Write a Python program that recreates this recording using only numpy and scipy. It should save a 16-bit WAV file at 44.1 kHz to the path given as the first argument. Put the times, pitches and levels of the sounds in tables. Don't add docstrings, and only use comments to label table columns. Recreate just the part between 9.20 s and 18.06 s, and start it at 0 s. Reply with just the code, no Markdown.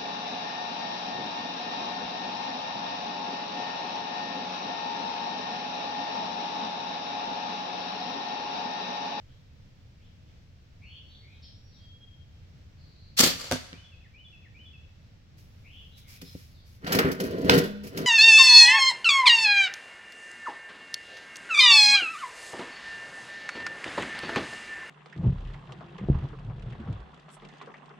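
import sys
import numpy as np
from scipy import signal
from scipy.fft import rfft, irfft, next_fast_len
from scipy.io import wavfile
from scipy.ndimage import uniform_filter1d

SR = 44100
rng = np.random.default_rng(int(sys.argv[2]) if len(sys.argv) > 2 else 0)


def master_out(mix):
    frames = np.transpose(np.atleast_2d(mix))
    ceiling = np.clip(frames, -1, 1)
    pcm = np.round(ceiling * 32767).astype(np.int16)
    wavfile.write(sys.argv[1], SR, pcm)


N = 390726
TIME = np.arange(N) / SR

# centre_hz, width_hz, level_db over the clatter
METAL_PEAKS = [(3033, 60, 0), (3420, 120, -4), (4080, 45, 0), (4440, 73, 1), (4770, 36, -1.5),
               (5700, 50, -3), (6580, 40, 0), (7370, 100, 0)]
# frequency_hz, t60_s
YARD_T60 = [(150, 0.25), (700, 0.2094), (3000, 0.28), (8000, 0.15), (15000, 0.17)]
# frequency_hz, t60_s
WOOD_T60 = [(150, 0.56), (1000, 0.94), (3500, 0.99), (7000, .72), (15000, .5)]
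# start_s, rise_s, hold_s, shudder_db, scrape_db, grind_db
BENCH_STROKES = [(7.597, .145, .03, -24, -38, -32.5), (7.785, .006, .004, -31, -38, -29),
                 (7.845, .008, .006, -25, -52, -38), (7.97, .035, .24, -31.5, -49, -52),
                 (8.24, .055, .08, -21, -37, -37), (8.628, .015, .01, -43, -60, -58),
                 (8.695, .085, .075, -32, -45, -49)]


def crossbow():
    # start_s, rise_s, hold_s, hiss_db
    rail_run = (3.964, .015, .03, -24)
    # frequency_hz, gain_db
    rail_colour = [(600, -15), (1100, 0), (4000, 1.5), (7000, -1), (12000, -1)]
    # start_s, clack_db, decay_s, limb_thump_db
    slaps = [(3.9881, -16.5, 0.002, -46.5), (3.9931, -11.5, 0.004, -38.5), (3.999, -14, 0.0011, -21.5),
             (4.0037, -9, 0.0021, -16), (4.0079, -10, 0.0053, -26.5), (4.0348, -14.5, 0.0063, -14.5),
             (4.0380, -18, 0.017, -26), (4.0605, -26, 0.01, -20.5), (4.0715, -27, 0.0097, -24)]
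    # frequency_hz, relative_db
    clack_colour = [(290, -34.5), (500, -6), (761, -10.5), (960, -11), (1400, -5.5), (1510, -14),
                    (1720, -6), (2570, -7.5), (4660, -3), (7530, -6.5), (9090, -13), (14900, -13),
                    (16000, -19.5)]
    # pitch_hz, relative_db, t60_s
    limb_modes = [(177, -14.5, .22), (256, -2, 0.0489), (350, -5.5, 0.045), (470, -11, 0.083),
                  (520, -15.5, .09), (670, -14, .07), (764, -18, 0.074), (1393, -15, 0.088),
                  (1780, -12.5, 0.025), (2066, -13.5, 0.0741)]
    # frequency_hz, coherence (-1 to 1)
    bow_likeness = [(200, 0.67), (640, -0.13), (1400, -0.58), (3100, -0.19), (15000, 0.11)]
    # frequency_hz, gain_db
    treeline_colour = [(200, -20.5), (550, -0.5), (850, 4), (1500, 3), (5000, 0), (9000, -5), (16000, -5)]

    start_s, clack_db, decay_s, thump_db = np.transpose(slaps)
    *timing, hiss_db = rail_run
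    clatter = noise(clack_colour, bow_likeness, grain_db=2, peaks=METAL_PEAKS)
    rail = tint(clatter, rail_colour) * amp(hiss_db) * swell(*timing, fade=.004)
    clack = rail + clatter * bursts(start_s, clack_db, decay_s, rise=0.00037)
    thump = ring(limb_modes, start_s, thump_db, np.ones(len(start_s)))
    direct = clack + thump

    yard = scatter(amp(-5) * clack + amp(-11) * thump, YARD_T60, rise=.012, delay=.012)
    wood = amp(-20.5) * scatter(direct, WOOD_T60, rise=.05, delay=.03)
    at_trees = tint(direct, treeline_colour)
    short_t60 = [(200, 0.027), (8000, .015)]  # (Hz, s)
    echo = amp(-25.5) * scatter(at_trees, short_t60, rise=.0007, delay=.204)
    depths = amp(-25.5) * scatter(at_trees, WOOD_T60, rise=0.0044, delay=.21)
    return direct + yard + wood + echo + depths


def target():
    # start_s, crack_db, decay_s, cover_slap_db, foam_thud_db
    strikes = [(4.3130, -20, 0.0021, -19.5, -39), (4.3185, -36, .004, -17, -26.5),
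               (4.3211, -21.5, 0.0039, -28, -28), (4.3294, -34.5, 0.011, -19, -21),
               (4.3587, -43, 0.0088, -28, -50)]
    # frequency_hz, relative_db
    crack_colour = [(590, -36), (1000, -14), (1220, -5), (1350, -10), (1570, 0), (1790, -14), (1980, -2),
                    (2620, -5), (5900, -5.5), (16000, -25.5)]
    # pitch_hz, relative_db, t60_s
    cover_modes = [(528, -4, 0.039), (630, -3.5, .025), (686, -19.5, 0.076), (870, -10, 0.025),
                   (1170, -19, 0.041)]
    # pitch_hz, relative_db, t60_s
    foam_modes = [(70, -10.5, .15), (103, -10, 0.1), (159, -5.5, 0.13), (256.7, -2, .075), (398, -7, 0.05)]

    start_s, crack_db, decay_s, slap_db, thud_db = np.transpose(strikes)
    likeness = [(400, .9), (1500, 0.28), (4000, 0.37), (12000, 0.089)]  # (Hz, coherence)
    crack = noise(crack_colour, likeness, grain_db=1)
    crack = crack * bursts(start_s, crack_db, decay_s, rise=.0001)
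    unstretched = np.ones(len(start_s))
    body = ring(cover_modes, start_s, slap_db, unstretched)
    body = body + ring(foam_modes, start_s, thud_db, unstretched)

    u = TIME[:SR // 100] / 0.00019
    add(body, start_s[0], -amp(-16.5) * (1 - u) * np.exp(-u))

    yard = scatter(amp(-4.5) * crack + amp(-11.5) * body, YARD_T60, rise=0.0034, delay=0.0058)
    wood = scatter(amp(-14) * crack + amp(-21) * body, WOOD_T60, rise=.015, delay=0.025)
    return crack + body + yard + wood


def setting_down():
    # start_s, bright_tick_db (before a 3 dB lift), scrape_db, decay_s
    slips = [(4.5301, -46, -24, .0008), (7.0145, -38.5, -41, .0055), (7.645, -50, -40, .0042),
             (7.6653, -46, -32.5, .022), (7.721, -22.5, -25, .012), (7.748, -24, -30, .008),
             (7.787, -15.5, -18.5, .005), (7.915, -26.5, -41, .006), (8.0002, -28, -33, .008),
             (8.0357, -42, -52, .02), (8.245, -39, -47, .007), (8.2955, -11, -3.5, .0027),
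             (8.302, -38, -22, .04), (8.337, -29, -31, .013), (8.3768, -24, -48, .007),
             (8.386, -22, -48, .004), (8.4356, -43, -39, .02), (8.634, -48, -60, .03),
             (8.668, -45, -58, .012), (8.772, -32, -38, .012)]
    # start_s, level_db (before a 2 dB lift), t60_factor
    knock_hits = [(4.5285, -34, .85), (7.0204, -36, 1.7), (7.1519, -25, .45), (7.645, -26.5, .4),
                  (7.756, -16, .36), (7.8475, -12.5, 1.15), (8.067, -18.5, .62), (8.247, -15.5, 1.2),
                  (8.2967, -13.5, 1.9), (8.345, -17, .46), (8.377, -22, 2.3)]
    # pitch_hz, relative_db, t60_s
    board_modes = [(82.1, -15.5, 0.124), (117, -14, 0.077), (174, -5.5, 0.1), (267, -5, 0.07),
                   (390, -11.5, 0.065), (479, -12, 0.06), (665, -25, .05)]
    # pitch_hz, level_db (before a 3 dB cut), t60_s
    bow_modes = [(205, -29, 2.4), (474, -24, .6), (594, -39, 1.3), (1490, -27, 0.55), (1850, -43, 0.49),
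                 (3042, -30, .35), (3440, -36, 0.65), (3634, -36, 0.48)]
    # frequency_hz, relative_db
    shudder_colour = [(53, -42), (90, -11), (150, -3), (174, 1.5), (205, -4), (240, -4), (267, 2.5),
                      (333, -9.5), (390, 2), (425, -2.5), (479, 1), (557, -10.5), (665, -8.5), (801, -42.5),
                      (1000, -19.5), (1300, -43), (2200, -120)]
    # frequency_hz, relative_db
    scrape_colour = [(440, -31), (750, 8), (788, -12), (853, -0.5), (1090, -3.5), (1490, 8.5), (1720, -2),
                     (1870, 6.5), (2190, -5.5), (3000, 0), (3410, -7), (4420, -4), (5890, -14), (6830, -24),
                     (8000, -22), (10400, -67), (17600, -120)]
    # frequency_hz, relative_db
    hollow_colour = [(400, -35), (750, -5.5), (1000, -4), (1400, 2), (2000, 0), (2700, -12), (4500, -35)]
    # frequency_hz, relative_db
    friction_colour = [(300, -20), (1200, -4), (2400, 2), (3600, -3), (5200, 3.5), (9000, -10), (11500, -1),
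                       (13500, -5.5), (16000, -5.5)]
    # frequency_hz, coherence (-1 to 1)
    bench_likeness = [(60, 1), (290, 0.98), (640, 0.92), (1410, 0.93), (3100, 0.3), (6820, 0.15),
                      (15000, 0.05)]
    landing_s, stilled_s = 8.2952, 8.64

    pushing, scraping, grinding = sum(
        amp(levels_db)[:, None] * swell(start_s, rise_s, hold_s, fade=.055)
        for start_s, rise_s, hold_s, *levels_db in BENCH_STROKES)
    slip_s, tick_db, scrape_db, decay_s = np.transpose(slips)
    shudder = noise(shudder_colour, bench_likeness, grain_db=4) * pushing
    scrape = noise(scrape_colour, bench_likeness, grain_db=3.5, peaks=METAL_PEAKS)
    scrape = scrape * (scraping + bursts(slip_s, scrape_db, decay_s, rise=0.00051))
    grind = noise(hollow_colour, bench_likeness, grain_db=4.5) * grinding

    snag_s, snag_db = catches(pushing)
    slip_ticks = amp(3) * bursts(slip_s, tick_db, decay_s, rise=0.0038)
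    snag_ticks = bursts(snag_s, snag_db - 15, np.full(len(snag_s), .008), rise=.002)
    hiss_level = amp(-13) * scraping + sleeves() + slip_ticks + snag_ticks
    hiss = hiss_level * noise(friction_colour, bench_likeness, grain_db=2)

    boards = ring(board_modes, *np.transpose(knock_hits), contact=.0012)
    boards = boards + ring(board_modes, snag_s, snag_db + 1, np.full(len(snag_s), .6), contact=.0012)
    knocks = amp(2) * tint(boards, [(550, 0), (1100, -12), (3000, -24)])

    damping = np.exp(-np.maximum(TIME - stilled_s, 0) / 0.025)
    bow_ring = damping * ring(bow_modes, [landing_s], [-3], [1])
    direct = lagging(shudder + scrape + grind + knocks + hiss + bow_ring, .00032)
    yard = amp(-12) * scatter(direct, YARD_T60, rise=.003, delay=.003)
    wood = amp(-25) * scatter(direct, WOOD_T60, rise=0.015, delay=.02)
    return direct + yard + wood


def catches(push):
    per_s = 20
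    times = np.arange(BENCH_STROKES[0][0], TIME[-1], 1 / per_s)
    times = np.minimum(times + rng.random(len(times)) / per_s, TIME[-1])
    push_db = 20 * np.log10(np.interp(times, TIME, push) + 1e-9)
    return times, np.minimum(push_db, -31)


def sleeves():
    # start_s, hold_s, fade_s, level_db
    swish_moves = [(6.158, .004, .035, -60.5), (6.752, .008, .025, -57), (6.86, .075, .02, -53.5),
                   (7.0, .17, .09, -58.5), (7.438, .09, .04, -65.5)]
    # start_s, rise_s, hold_s, level_db
    cloth_stir = (6.15, .1, 1.0, -75)
    *timing, stir_db = cloth_stir
    swishes = sum(amp(level_db) * swell(start_s, .03, hold_s, fade_s)
                  for start_s, hold_s, fade_s, level_db in swish_moves)
    return swishes + amp(stir_db) * swell(*timing, fade=.1)


def birds():
    # offset_s, length_s, start_hz, middle_hz, end_hz, relative_db
    phrase_notes = [(0, .048, 2200, 2420, 2620, -55.5), (.044, .048, 2710, 3000, 3030, -54.5),
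                    (.11, .042, 3570, 3390, 3430, -54), (.187, .049, 2880, 2620, 2600, -55),
                    (.27, .045, 2940, 2550, 2350, -64), (.311, .04, 2390, 1920, 1620, -58.5)]
    # start_s, gain_db
    phrase_starts = [(4.525, -2.5), (4.932, 0), (5.339, 0)]
    # offset_s, length_s, start_hz, middle_hz, end_hz, relative_db, buzz_depth_hz
    song_notes = [(0, .097, 2147, 2600, 3030, -53, 160), (.072, .13, 3035, 3110, 3160, -51, 270),
                  (.275, .1, 3820, 3700, 3500, -58.5, 330), (.385, .19, 2055, 2310, 2600, -61.5, 130),
                  (.49, .1, 3500, 3590, 3600, -64, 400), (.609, .064, 5450, 5250, 5350, -54.5, 223),
                  (.61, .055, 4700, 3920, 3960, -53.5, 650), (.81, .285, 4720, 4630, 4570, -69, 300),
                  (.9, .09, 4400, 3790, 3300, -64, 200)]
    # start_s, gain_db
    song_starts = [(1.606, -.5), (6.43, -1.5)]
    # start_s, length_s, start_hz, end_hz, relative_db
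    long_whistles = [(1.62, .19, 4380, 4330, -66), (1.8, .26, 4420, 4420, -66.5),
                     (2.288, .33, 5590, 5630, -69), (2.568, .22, 3250, 3290, -61),
                     (2.759, .21, 3270, 3195, -58.5)]
    # start_s, length_s, start_hz, end_hz, relative_db
    far_calls = [(.071, .081, 3000, 3990, -69.5), (.779, .11, 2300, 3880, -68),
                 (1.06, .057, 2700, 3700, -72), (3.542, .22, 4600, 4200, -66),
                 (3.714, .23, 4270, 4390, -64)]
    # frequency_hz, t60_s
    canopy_t60 = [(1500, 0.18), (3000, 0.76), (6000, 0.53)]
    breaks_off_s = 5.59

    near, far = np.zeros(N), np.zeros(N)
    waver, flutter = wander(count=90), wander(count=130)

    def note(start_s, length_s, pitches_hz, level_db, buzz_hz=0):
        t = TIME[:round(length_s * SR)]
        now = round(start_s * SR) + np.arange(len(t))
        places = np.linspace(0, 1, len(pitches_hz))
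        glide = np.polyval(np.polyfit(places, pitches_hz, len(pitches_hz) - 1), t / length_s)
        trill_rate_hz = 125 + 50 * flutter[now]
        trill = buzz_hz * np.sin(2 * np.pi * np.cumsum(trill_rate_hz) / SR)
        pitch_hz = glide + trill + (.25 * buzz_hz + 1.4 / length_s) * waver[now]
        tone = np.sin(2 * np.pi * np.cumsum(pitch_hz) / SR)
        return start_s, amp(level_db) * signal.windows.tukey(len(t), .6) * tone

    for start_s, phrase_db in phrase_starts:
        for offset_s, length_s, *pitches_hz, level_db in phrase_notes:
            if start_s + offset_s < breaks_off_s:
                add(near, *note(start_s + offset_s, length_s, pitches_hz, phrase_db + level_db))
    for start_s, song_db in song_starts:
        for offset_s, length_s, *pitches_hz, level_db, buzz_hz in song_notes:
            add(far, *note(start_s + offset_s, length_s, pitches_hz, song_db + level_db, buzz_hz))
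    for start_s, length_s, *pitches_hz, level_db in long_whistles:
        add(far, *note(start_s, length_s, pitches_hz, level_db))
    for start_s, length_s, *pitches_hz, level_db in far_calls:
        add(far, *note(start_s, length_s, pitches_hz, level_db, buzz_hz=340))

    leaves = scatter(amp(1.5) * near + amp(2) * far, canopy_t60, rise=.003, delay=.003)
    balance = amp([[.7], [-.7]])
    return balance * (amp(1) * near + amp(-2.5) * far + leaves)


def air():
    # frequency_hz, relative_db
    air_colour = [(12, -36), (20, -3.5), (43, -10.5), (81, 0), (120, -5.5), (388, -28.5), (472, -25.5),
                  (976, -34.5), (2140, -33.5), (2600, -34), (3840, -36), (5680, -38.5), (6600, -45),
                  (7400, -46), (8650, -57.5), (10700, -60.5), (11600, -52.5), (12300, -56.5),
                  (16000, -55.5)]
    # frequency_hz, coherence (-1 to 1)
    air_likeness = [(30, 0.78), (120, 0.97), (400, 0.66), (800, 0.2), (1400, .15), (3000, 0), (15000, -0.2)]
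    rates_hz = np.geomspace(.3, 4, 8)
    drift = evened(sum(np.sin(2 * np.pi * (rate * TIME + rng.random())) for rate in rates_hz))
    bed = lagging(noise(air_colour, air_likeness), .0004)
    return amp(-52 + .6 * drift) * bed


def amp(db):
    return 10 ** (np.asarray(db) / 20)


def evened(x):
    return x / np.sqrt(np.mean(x ** 2) + 1e-20)


def read(points, hz):
    f, value = np.transpose(points)
    return np.interp(np.log(hz + 1), np.log(f + 1), value)


def add(mix, start_s, sound):
    part = mix[round(start_s * SR):][:len(sound)]
    part += sound[:len(part)]


def tint(x, spectrum):
    size = next_fast_len(N)
    gain = amp(read(spectrum, np.fft.rfftfreq(size, 1 / SR)))
    return irfft(rfft(x, size) * gain, size)[..., :N]


def noise(spectrum, likeness, grain_db=0, peaks=()):
    size = next_fast_len(N)
    hz = np.fft.rfftfreq(size, 1 / SR)
    grain_levels = amp(grain_db * np.clip(rng.standard_normal(size // 32 + 1), -2, 2))
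    grains = np.repeat(grain_levels, 32)[:size]
    body = 1 + sum(amp(db) / (1 + 2j * (hz - centre) / width) for centre, width, db in peaks)
    a, b = rfft(rng.standard_normal((2, size)) * grains) * amp(read(spectrum, hz)) * body
    same = np.clip(read(likeness, hz), -1, 1)
    mid, side = a * np.sqrt(1 + same), b * np.sqrt(1 - same)
    return evened(irfft(np.array([mid + side, mid - side]), size)[:, :N])


def bursts(times, dbs, decays, rise):
    out, t = np.zeros(N), TIME[:SR // 3]
    for start_s, db, decay in zip(times, dbs, decays):
        add(out, start_s, amp(db) * np.exp(-t / max(decay, 1e-4)) * (1 - np.exp(-t / rise)))
    return out


def ring(modes, times, dbs, lengths, contact=.0003):
    out, t = np.zeros(N), TIME[:SR * 3 // 4]
    for start_s, db, length in zip(times, dbs, lengths):
        swing = sum(amp(mode_db) * np.exp(-np.log(1000) * t / (t60 * length)) * np.sin(2 * np.pi * hz * t)
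                    for hz, mode_db, t60 in modes)
        add(out, start_s, -amp(db) * swing * (1 - np.exp(-t / contact)))
    return tint(out, [(15, -26), (35, -15), (70, -2), (110, 0)])


def swell(start, rise, hold, fade):
    t = TIME - start
    return np.clip(t / rise, 0, 1) ** 2 * np.exp(-np.maximum(t - rise - hold, 0) / fade)


def wander(count):
    return evened(uniform_filter1d(uniform_filter1d(rng.standard_normal(N), count), count))


def scatter(x, t60s, rise, delay):
    hz, t, bands = signal.stft(rng.standard_normal((2, SR)), SR, nperseg=256)
    bands = bands * np.exp(-np.log(1000) * t / read(t60s, hz)[:, None])
    tail = signal.istft(bands, SR, nperseg=256)[1][:, :SR]
    tail = evened(tail * (1 - np.exp(-TIME[:SR] / rise))) / np.sqrt(SR)
    tail = np.pad(tail, ((0, 0), (round(abs(delay) * SR), 0)))
    return signal.fftconvolve(np.atleast_2d(x), tail, axes=1)[:, :N]


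def lagging(x, lag_s):
    x = x * np.ones((2, 1))
    return np.array([np.pad(x[0], (round(abs(lag_s) * SR), 0))[:N], x[1]])


def scene():
    return crossbow() + target() + setting_down() + birds() + air()


def record(dry):
    edge_hz = 16100
    low_pass = signal.firwin(511, edge_hz, window=("kaiser", 9), fs=SR)
    return signal.oaconvolve(np.clip(dry, -1, 1), low_pass[None], "same")


dry = scene()
out = record(dry)
master_out(out)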